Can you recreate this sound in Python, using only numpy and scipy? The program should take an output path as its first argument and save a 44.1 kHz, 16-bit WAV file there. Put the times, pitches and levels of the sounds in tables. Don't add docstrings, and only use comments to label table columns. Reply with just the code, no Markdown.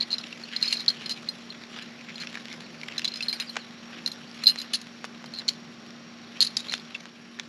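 import sys
import numpy as np
from scipy import signal
from scipy.fft import rfft, irfft, next_fast_len
from scipy.io import wavfile
from scipy.ndimage import uniform_filter1d, map_coordinates

SR = 44100
rng = np.random.default_rng(int(sys.argv[2]) if len(sys.argv) > 2 else 0)


def materialize(psi):
    bounded = np.clip(np.atleast_2d(psi).T, -1, 1)
    quanta = np.round(bounded * 32767).astype(np.int16)
    wavfile.write(sys.argv[1], SR, quanta)


N = 329868

# time in seconds, level in dB.
YARD_LEVEL = [(6.8, 2.5), (7.15, -1), (7.48, 1)]
# frequency in Hz, rms in dB before the yard level.
HUM = [(235.7, -52), (211.7, -65.5), (117.5, -71.5)]
# frequency in Hz, density in dB per Hz.
YARD_LOW = [(15, -68), (25, -41.5), (130, -20), (156, -6.5), (204, -9), (259, -11.5), (366, -13),
            (445, -17.5), (565, -16.5), (900, -21), (1170, -66), (1980, -120)]
# frequency in Hz, density in dB per Hz.
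YARD_HIGH = [(530, -46), (900, -37), (932, -11), (1020, 3), (1760, 2), (2200, 0), (3530, -3), (4510, -2.5),
             (5450, -7.5), (6580, -13), (9260, -35.5), (11400, -28), (15000, -56)]
# frequency in Hz, density in dB per Hz.
INSECTS = [(4800, -38), (5600, 18), (6400, -40)]
RUMBLE_SWELL_DB = .8

# time in seconds, relative level in dB.
RUB = [(0, -47), (.42, -46.5), (.72, -41), (1.05, -45), (1.6, -50.5), (2.0, -52), (2.35, -44.5),
       (2.72, -50), (3.35, -43), (3.7, -51.5), (4.5, -46.5), (5.0, -53), (6.2, -57), (6.68, -45.5),
       (7.1, -54.5)]
# middle in seconds, relative level in dB, half-length in seconds, centre in Hz.
STROKES = [(0.243, -41, 0.014, 2400), (0.543, -37.5, 0.056, 2200), (0.637, -41, 0.077, 1600),
           (1.01, -47.5, 0.044, 2100), (1.763, -39.5, 0.05, 550), (1.782, -41, 0.091, 2000),
           (2.106, -43.5, 0.042, 1990), (2.218, -37, 0.041, 2900), (2.518, -42.5, 0.046, 2800),
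           (2.94, -43, 0.077, 1000), (3.411, -35, 0.03, 895), (3.939, -41.5, .03, 1900),
           (3.989, -42.5, 0.04, 1700), (4.426, -42.5, .07, 2200), (5.246, -46, 0.011, 1100),
           (5.412, -41, 0.02, 1100), (6.377, -45.5, 0.092, 2000), (6.957, -44, 0.018, 3000),
           (6.743, -48, 0.074, 2200)]
# frequency in Hz, density in dB per Hz.
WEBBING = [(100, -26), (400, -4.5), (900, -7.5), (1600, -1.5), (2500, 1.5), (4000, -1.5), (6000, -11.5),
           (7300, -16), (8700, -32.5), (10800, -21.5), (12200, -35.5), (13500, -38), (15500, -51)]
FOLDS_DB = 2.8
CATCH_SPREAD_DB = 4

# start in seconds, relative ring level in dB, pitch in Hz, relative clash level in dB.
CLINKS = [(0.0091, -14.5, 4270, -37), (0.029, -19, 4250, -44), (0.1235, -24, 4200, -48),
          (0.1292, -16, 4140, -47), (0.139, -19.5, 4170, -55), (0.1825, -24.5, 4000, -33),
          (0.2115, -35, 4240, -50), (0.4366, -28.5, 4320, -43), (0.5632, -15.5, 4170, -33),
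          (0.6225, -28, 4300, -34), (0.6265, -10, 4170, -25.5), (0.635, -20, 4140, -41),
          (0.6502, -26, 4000, -37), (0.6565, -24, 5000, -42), (0.6776, -17.5, 4200, -33),
          (0.683, -19, 4280, -35), (0.7071, -24, 4230, -40), (0.7255, -10.5, 4180, -18.5),
          (0.7352, -21, 4200, -28.5), (0.7694, -25, 4120, -42), (0.7964, -28, 4150, -46),
          (0.8035, -28, 3930, -32.5), (0.8809, -6.5, 4240, -39), (0.885, -10, 4170, -32),
          (0.889, -16, 4350, -35), (0.9012, -19.5, 4210, -31.5), (1.0598, -24.5, 4180, -34),
          (1.094, -29, 4120, -26), (1.2875, -17, 4175, -39.5), (1.503, -30.5, 4170, -63),
          (1.8234, -36, 4100, -38), (2.157, -32, 4190, -46), (2.9802, -15.5, 4040, -25.5),
          (3.0455, -15, 4100, -26.5), (3.0524, -13.5, 4030, -27), (3.0771, -19.5, 4020, -29.5),
          (3.082, -21, 4220, -36), (3.1188, -30, 4170, -45), (3.1387, -27, 4150, -35),
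          (3.1577, -29, 4170, -36.5), (3.171, -33, 4140, -35), (3.2065, -35, 4950, -34),
          (3.225, -27, 4180, -31), (3.2315, -23, 4180, -37), (3.254, -36, 4220, -56),
          (3.2839, -18, 4200, -40), (3.2945, -21, 4160, -44), (3.3115, -30, 4070, -53),
          (3.3278, -22, 4250, -31), (3.34, -40, 4130, -37), (3.3995, -33, 4030, -26),
          (3.4057, -23, 4140, -44), (3.413, -33, 3860, -45), (3.4949, -29.5, 4150, -43),
          (4.0611, -14.5, 4140, -28), (4.0753, -19.5, 4200, -31), (4.1166, -28, 4120, -33.5),
          (4.4373, -21, 4160, -29), (4.4587, -17, 4070, -39), (4.469, -2.5, 4144, -34.5),
          (4.4756, -6.5, 4140, -28), (4.4855, -19, 4070, -26), (4.4882, -18, 4080, -30),
          (4.496, -13.5, 4130, -30), (4.5025, -21, 4190, -31), (4.586, -26, 4170, -39.5),
          (4.6005, -29, 3960, -36.5), (4.6157, -30, 4140, -30.5), (5.3374, -28, 4240, -40),
          (5.3868, -25, 4100, -36.5), (5.395, -23, 4140, -42), (6.685, -28, 4160, -51),
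          (6.6961, -21, 4120, -39), (6.712, -29, 4130, -44), (6.722, -29, 4050, -29.5),
          (6.731, -20, 4120, -34), (6.7495, -27, 4220, -36), (6.7968, -36, 4200, -44)]
# start in seconds, length in seconds, relative ring level in dB, relative clash level in dB.
JANGLES = [(0.002, 0.028, -25.5, -44), (0.104, 0.044, -25.5, -39.5), (0.612, 0.064, -30, -39),
           (0.686, .06, -34, -37), (0.755, .065, -35, -43), (1.099, 0.025, -27.5, -36),
           (2.198, 0.025, -35, -44), (3.286, 0.027, -48, -67), (4.574, 0.032, -36, -52),
           (5.342, 0.062, -34, -49), (6.7, 0.057, -34, -46)]
# nominal frequency in Hz, relative level in dB, t60 in seconds when wholly free.
LOOSE_MODES = [(2900, -18, .05), (3855, -12, .045), (4148, -14, .16), (4300, -14, .05), (4515, -16, .08),
               (4973, -8, .1), (5990, -26, .06), (7615, -30, .09), (8892, -39, .24), (9590, -36, .13),
               (11003, -31, .07), (11395, -34, .16), (12600, -44, .15), (14110, -50, .12)]
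# time in seconds, share of its free t60.
FREEDOM = [(0, 0.45), (1.3, 0.66), (3.05, 0.33), (3.33, 0.87), (4.07, 0.5), (4.5, 0.72), (5.4, 0.38)]
# time in seconds, level in dB.
SPARKLE = [(0, -11), (.7, 0), (1.1, -3), (1.3, 6), (3.05, -9), (3.33, 9), (4.07, 5), (4.5, 7), (5.4, 1),
           (5.49, -8), (6.41, 2.5), (6.46, 11), (6.57, -3)]
# frequency in Hz, density in dB per Hz.
CLASH = [(300, -22), (1000, -11.5), (1800, 0.5), (3000, -1), (4200, -1.5), (5500, -1.5), (7000, -3.5),
         (8400, -21), (10000, -9.5), (11400, -17), (12100, -28), (13500, -22), (15500, -54)]
SPARKLE_ABOVE_HZ = 8000
SCATTER_DB = 5
CHATTER_HZ, CHATTER_SPREAD_HZ, CHATTER_SPREAD_DB = 4167, 70, 0.5
PRESS_DETUNE = .045
BUZZ_RAD, BUZZ_RATE = .7, 700
FITTINGS_LOW_HZ, FITTINGS_HIGH_HZ = 2600, 14000
FITTINGS_DB, FITTINGS_T60 = -8, .035

# start in seconds, relative peak in dB, centre in Hz, t60 in seconds.
CLICKS = [(0.238, -33, 2620, 0.011), (0.27, -26, 3000, 0.0093), (0.327, -24, 2740, 0.02),
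          (0.6435, -24, 2350, 0.0095), (0.7265, -19.5, 2810, 0.037), (0.862, -25, 3400, 0.0071),
          (2.181, -25, 3660, 0.0087), (2.2355, -23, 2330, 0.011), (2.2715, -22, 2650, 0.012),
          (2.354, -21.5, 1800, 0.012), (2.3728, -23.5, 1770, 0.013), (2.4556, -22.5, 2600, 0.0035),
          (2.484, -24.5, 1980, 0.0044), (2.5278, -24, 3130, 0.0044), (2.814, -26, 2800, 0.011),
          (2.833, -24.5, 2290, 0.018), (2.8863, -24, 2080, 0.013), (2.9222, -26, 2670, 0.014),
          (2.9943, -18, 2670, 0.0055), (3.0183, -24.5, 2700, 0.013), (3.054, -19, 3440, 0.028),
          (3.2068, -19, 2620, 0.035), (3.3285, -26.5, 2300, 0.033), (3.4, -23, 2670, 0.029),
          (3.423, -24, 2850, .014), (4.314, -30, 4460, .005), (5.0476, -26.5, 2540, 0.013),
          (5.906, -30.5, 3680, .01), (6.7225, -26.5, 2000, .01), (6.7387, -11, 3540, 0.01),
          (6.7795, -23, 3170, 0.0039), (6.9455, -28, 3370, 0.014), (6.9492, -21, 2680, 0.033),
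          (7.389, -30, 1820, 0.02), (7.3973, -15, 3470, 0.0086)]
# frequency in Hz, gain in dB.
CLICK_COLOUR = [(100, -16), (450, 3), (1300, 1), (3500, 0), (5000, 1), (7000, -8), (8600, -24),
                (10600, -16), (12200, -27), (13500, -27), (15500, -52)]
# multiple of the centre, relative level in dB.
CLICK_MODES = [(1.001, 7), (1.33, -3.5)]
CLICK_TONE, RINGING_T60 = .9, .04
CLACK_OCTAVES = 1.6
LOW_EDGE = .48
TICK_HZ, TICK_T60 = 2700, 0.003
TICK_OVER_RUB_DB, TICK_SPREAD_DB, TICK_SPREAD_OCTAVES = 11, 3.5, .35

# start in seconds, level in dB, nominal start frequency in Hz.
CHIRPS = [(2.63, -48, 4600), (2.772, -51, 4850), (3.335, -40, 4950), (3.462, -41, 4850), (3.585, -45, 4550)]

# start in seconds, peak in dB before scatter, centre in Hz.
KNOCKS = [(3.5576, -21, 1700), (3.5666, -14, 1560), (3.5692, -10.5, 1470), (4.5592, -18.5, 2150),
          (5.0433, -16.5, 1200), (5.2423, -26, 1000), (6.7387, -13.5, 1990), (7.056, -25, 1900),
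          (7.3979, -20, 2100)]
# frequency in Hz, gain in dB.
KNOCK_COLOUR = [(150, -19), (500, 3), (3500, -3.5), (7000, -4), (9000, -18), (15000, -38)]

# start in seconds, relative ring level in dB, pitch in Hz, relative clash level in dB.
SNAPS = [(4.7335, -28, 4060, -28), (4.7362, -19.5, 4170, -22), (4.815, -39, 4230, -37),
         (5.0502, -42, 5400, -34), (5.259, -39, 4100, -39), (5.4805, -16, 4240, -29),
         (5.4865, -4, 4270, -26.5), (5.4895, -17, 4180, -20), (6.4055, -1.5, 4250, -30),
         (6.4114, -9, 4300, -34), (6.414, -8, 4340, -29), (6.4172, -10, 4260, -38), (6.4218, -4, 4200, -29),
         (6.4263, -3.5, 4330, -23), (6.448, -17, 4200, -31.5), (6.4668, -19, 4400, -41),
         (6.4715, -16.5, 4240, -43), (6.505, -36, 4200, -56), (6.5684, -9, 4970, -28),
         (6.5703, -11.5, 5100, -30), (6.5718, -16.5, 3950, -43), (6.5922, -26, 3750, -40),
         (6.599, -30, 3950, -38), (6.6035, -29, 3850, -33)]
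# start in seconds, length in seconds, relative ring level in dB, relative clash level in dB.
SCRAPES = [(4.739, 0.017, -22, -32), (6.432, 0.023, -28, -41)]
# nominal frequency in Hz, relative level in dB, t60 in seconds.
HELD_MODES = [(2930, -19, .03), (3870, -11, .04), (4510, -12, .04), (4990, -12, .035), (6000, -20, .035),
              (6400, -19, .035), (6980, -19, .03), (7600, -23, .02), (9820, -24, .035), (10450, -27, .02),
              (11350, -31, .02)]

# frequency in Hz, side level against the middle in dB.
SIDE_LEVEL = [(200, -51), (2500, -52.5), (7000, -34.5), (10000, -30), (12000, -5)]
TOP_HZ = 15500


def amp(db):
    return 10 ** (np.asarray(db) / 20)


def unit(x):
    return x / np.sqrt(np.mean(x ** 2) + 1e-20)


def along(points, hz):
    f, v = np.transpose(points)
    return np.interp(np.log(hz + 1), np.log(f + 1), v)


def curve(rows):
    return np.interp(np.arange(N) / SR, *np.transpose(rows))


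def wobble(rate):
    knots = rng.standard_normal(int(N * rate / SR) + 4)
    return map_coordinates(knots, [np.arange(N) * rate / SR])


def filtered(x, response):
    m = next_fast_len(N + SR // 2)
    return irfft(rfft(x, m) * response(np.fft.rfftfreq(m, 1 / SR)), m)[..., :N]


def coloured(x, spectrum):
    return unit(filtered(x, lambda hz: amp(along(spectrum, hz))))


def impulse(gain, size=512):
    cep = irfft(np.log(gain(np.fft.rfftfreq(size, 1 / SR)) + 1e-6))
    cep[1:size // 2] *= 2
    cep[size // 2 + 1:] = 0
    h = irfft(np.exp(rfft(cep)))
    return h / np.linalg.norm(h)


def body(spectrum, centre, octaves):
    hump = lambda hz: np.hypot(1, 2 * np.log2((hz + 1) / centre) / octaves)
    edge = lambda hz: np.hypot(1, (LOW_EDGE * centre / (hz + 1)) ** 3)
    return impulse(lambda hz: amp(along(spectrum, hz)) / hump(hz) / edge(hz))


def decay(t, t60):
    return np.exp(-np.log(1000) * t / max(t60, 1e-3))


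def add(track, s, sound):
    i = max(round(s * SR), 0)
    track[i:i + len(sound)] += sound[:max(N - i, 0)]


def grains(rate, size):
    spread = np.minimum(rng.exponential(size=size), 2) - 1
    sizes = rng.standard_normal(size) * amp(CATCH_SPREAD_DB * spread)
    return (rng.random(size) < rate / SR) * sizes * np.sqrt(SR / rate)


def yard(low_db=-53.5, high_db=-54.5):
    t = np.arange(N) / SR
    drift = 0.0001 * wobble(1.8)
    hum = sum(amp(db) * np.sqrt(2) * np.sin(2 * np.pi * hz * (t + drift)) for hz, db in HUM)
    hum = hum * amp(0.1 * wobble(2.05))
    rumble_level = amp(low_db + RUMBLE_SWELL_DB * wobble(2.81))
    rumble = rumble_level * coloured(rng.standard_normal(N), YARD_LOW)
    tree_level = amp(high_db + 0.13 * wobble(2.5))
    trees = tree_level * coloured(rng.standard_normal(N), YARD_HIGH)
    return (hum + rumble + trees) * amp(curve(YARD_LEVEL))


def insects(level_db=-63.5):
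    return amp(level_db + curve(YARD_LEVEL)) * coloured(rng.standard_normal(N), INSECTS)


def fibres(catches, catch_share, flutter_db=3.2, slips=130):
    hiss = rng.standard_normal(N) + catch_share * grains(catches, size=N)
    return hiss * unit(amp(flutter_db * wobble(slips)))


def patchy(x, depth_db, width_hz=600, length_s=.04):
    z = signal.stft(x, nperseg=256)[2]
    field = rng.standard_normal(z.shape)
    for _ in range(2):
        field = uniform_filter1d(field, round(width_hz * 256 / SR), axis=0)
        field = uniform_filter1d(field, round(length_s * SR / 128), axis=1)
    gain = unit(amp(depth_db * unit(field)))
    return signal.istft(z * gain, nperseg=256)[1][:N]


def webbing(rub_db=-1, stroke_db=-1, octaves=2.1):
    out = amp(rub_db + curve(RUB)) * coloured(fibres(catches=320, catch_share=0.61), WEBBING)
    force = fibres(catches=640, catch_share=1.04)
    for s, db, half_length, centre in STROKES:
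        swell = np.hanning(round(2 * half_length * SR))
        cloth = body(WEBBING, centre, octaves)
        push = force[round(s * SR):][:len(swell)]
        stroke = unit(signal.fftconvolve(push, cloth)[:len(swell)])
        add(out, s - half_length, amp(db + stroke_db) * swell * stroke)
    return patchy(out, FOLDS_DB)


def fittings(t, count=14):
    place, force, life, phase = rng.random((4, count, 1))
    hz = FITTINGS_LOW_HZ * (FITTINGS_HIGH_HZ / FITTINGS_LOW_HZ) ** place
    size = amp(FITTINGS_DB + along(CLASH, hz)) * 2 * force ** 2
    rings = np.sin(2 * np.pi * (hz * t + phase)) * decay(t / (.5 + life), FITTINGS_T60)
    return np.sum(size * rings, axis=0)


def buckle(contacts, modes, freedom, sparkle_db, ring_db, ring_t60, halving_db, modes_db,
           clash_db, clash_t60, attack, rattle_db, rattle_t60):
    metal, clashes, rattles = np.zeros((3, N))
    t = np.arange(SR // 4) / SR
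    short = SR // 20
    gaps = np.diff([row[0] for row in contacts], append=N / SR)
    onset = 1 - np.exp(-t / attack)
    for (s, db, pitch, hard_db), gap in zip(contacts, gaps):
        now = max(round(s * SR), 0)
        free = max(freedom[now], .1)
        t60 = ring_t60 * free * 2 ** (-db / halving_db)
        choke = decay(np.maximum(t - gap, 0), 0.0049)
        buzz = BUZZ_RAD * (1 - free) * map_coordinates(rng.standard_normal(BUZZ_RATE), [t * BUZZ_RATE])
        ring = amp(db + ring_db) * np.sin(2 * np.pi * pitch * t + buzz) * decay(t, t60) * choke
        strength_db = (db + hard_db) / 2
        for hz, level, free_t60 in modes:
            life = free_t60 * free
            treble_db = sparkle_db[now] * (hz > SPARKLE_ABOVE_HZ)
            size = free * amp(strength_db + modes_db + level + treble_db + SCATTER_DB * rng.normal())
            detune_hz = 1.3 / life + PRESS_DETUNE * hz * (1 - free) ** 2
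            detuned = hz + detune_hz * rng.normal()
            phase = rng.uniform(0, 2 * np.pi)
            ring += size * np.sin(2 * np.pi * detuned * t + phase) * decay(t, life)
        add(metal, s, ring * onset)
        add(metal, s, amp(hard_db) * fittings(t[:short]) * onset[:short])
        clash = grains(6000, size=len(t)) * decay(t, clash_t60) * onset ** 2
        add(clashes, s, amp(hard_db + clash_db) * clash)
        rattle = grains(500, size=len(t)) * decay(t, rattle_t60)
        add(rattles, s, amp(strength_db + rattle_db) * rattle)
    splash = lambda hz: amp(along(CLASH, hz))
    tinkle = lambda hz: splash(hz) * (1 + 5.0 / np.hypot(1, (hz - 4250) / 220))
    clash_sound = signal.fftconvolve(clashes, impulse(splash))[:N]
    rattle_sound = signal.fftconvolve(rattles, impulse(tinkle))[:N]
    return metal + clash_sound + rattle_sound


def chatter(bursts, count=10):
    contacts = []
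    for start, length, ring_db, clash_db in bursts:
        times = start + length * (np.arange(count) + rng.random(count)) / count
        force, shift, edge = rng.standard_normal((3, count))
        rings_db = ring_db + CHATTER_SPREAD_DB * force
        pitches = CHATTER_HZ + CHATTER_SPREAD_HZ * shift
        clashes_db = clash_db + CHATTER_SPREAD_DB * edge
        contacts += zip(times, rings_db, pitches, clashes_db)
    return contacts


def loose_buckle(contacts):
    return buckle(contacts, LOOSE_MODES, curve(FREEDOM), curve(SPARKLE), ring_db=3.5, ring_t60=0.035,
                  halving_db=46.0, modes_db=4.0, clash_db=-1.5, clash_t60=0.02, attack=0.00048,
                  rattle_db=-29.0, rattle_t60=0.1)


def ticks(count=36):
    travel = np.cumsum(amp(curve(RUB)) ** 2)
    marks = travel[-1] * (np.arange(count) + rng.random(count)) / count
    times = np.searchsorted(travel, marks) / SR
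    rows = []
    for s, (force, shift) in zip(times, rng.standard_normal((count, 2))):
        rub_db = np.interp(s, *np.transpose(RUB))
        peak_db = rub_db + TICK_OVER_RUB_DB + TICK_SPREAD_DB * force
        rows.append((s, peak_db, TICK_HZ * 2 ** (TICK_SPREAD_OCTAVES * shift), TICK_T60))
    return rows


def clicks(rows, level_db=-1, tail_db=-23, tail_t60=0.038):
    out, t = np.zeros(N), np.arange(SR // 10) / SR
    for s, db, centre, t60 in rows:
        modes = sum(amp(level) * np.sin(2 * np.pi * ratio * centre * t) for ratio, level in CLICK_MODES)
        ring = CLICK_TONE * min(t60 / RINGING_T60, 1) * modes
        blow = (rng.standard_normal(len(t)) + ring) * decay(t, t60)
        rattle = amp(tail_db) * rng.standard_normal(len(t)) * decay(t, tail_t60)
        click = signal.fftconvolve(blow + rattle, body(CLICK_COLOUR, centre, CLACK_OCTAVES))
        add(out, s, amp(db + level_db) * click / np.abs(click).max())
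    return out


def chirps(length=.05, fall=.22, waver=.033):
    out, u = np.zeros(N), np.linspace(0, 1, round(length * SR))
    for s, db, hz in CHIRPS:
        pitch = hz * (1 - fall * u * np.sqrt(u) + waver * wobble(980)[:len(u)])
        phase = 2 * np.pi * np.cumsum(pitch) / SR
        add(out, s, amp(db) * np.sin(np.pi * u) * np.sin(phase))
    return out


def knocks(level_db=0, sharpness=0.82, tail_db=-27, tail_t60=0.026):
    out, t = np.zeros(N), np.arange(SR // 20) / SR
    for s, db, centre in KNOCKS:
        damping = lambda hz: np.hypot(1, sharpness * ((hz + 1) / centre - centre / (hz + 1)))
        swing = lambda hz: amp(along(KNOCK_COLOUR, hz)) / damping(hz)
        shiver = amp(tail_db) * rng.standard_normal(len(t)) * decay(t, tail_t60)
        force = (t == 0) + shiver
        knock = signal.fftconvolve(force, impulse(swing))
        add(out, s, amp(db + level_db) * knock / np.abs(knock).max())
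    return out


def held_buckle(contacts):
    return buckle(contacts, HELD_MODES, np.ones(N), curve(SPARKLE), ring_db=-1.0, ring_t60=0.012,
                  halving_db=24.0, modes_db=1.0, clash_db=-1.5, clash_t60=0.016, attack=0.0002,
                  rattle_db=-23.0, rattle_t60=0.19)


def surroundings(x, near_db=-18, near_t60=0.095, far_db=-31, far_t60=1.0):
    t = np.arange(SR) / SR
    out = x.copy()
    for db, t60 in ((near_db, near_t60), (far_db, far_t60)):
        tail = rng.standard_normal(len(t)) * decay(t, t60) * (t > .004)
        out += amp(db) * signal.fftconvolve(x, tail / np.linalg.norm(tail))[:N]
    return out


def scene():
    loose = loose_buckle(CLINKS) + loose_buckle(chatter(JANGLES))
    held = held_buckle(SNAPS) + held_buckle(chatter(SCRAPES))
    hard_parts = loose + held + clicks(CLICKS + ticks()) + knocks()
    mid = surroundings(hard_parts) + webbing() + chirps() + insects() + yard()
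    side = filtered(mid, lambda hz: 1j * amp(along(SIDE_LEVEL, hz)))
    return np.array([mid + side, mid - side])


def record(dry):
    return filtered(dry, lambda hz: hz < TOP_HZ)


dry = scene()
out = record(dry)
materialize(out)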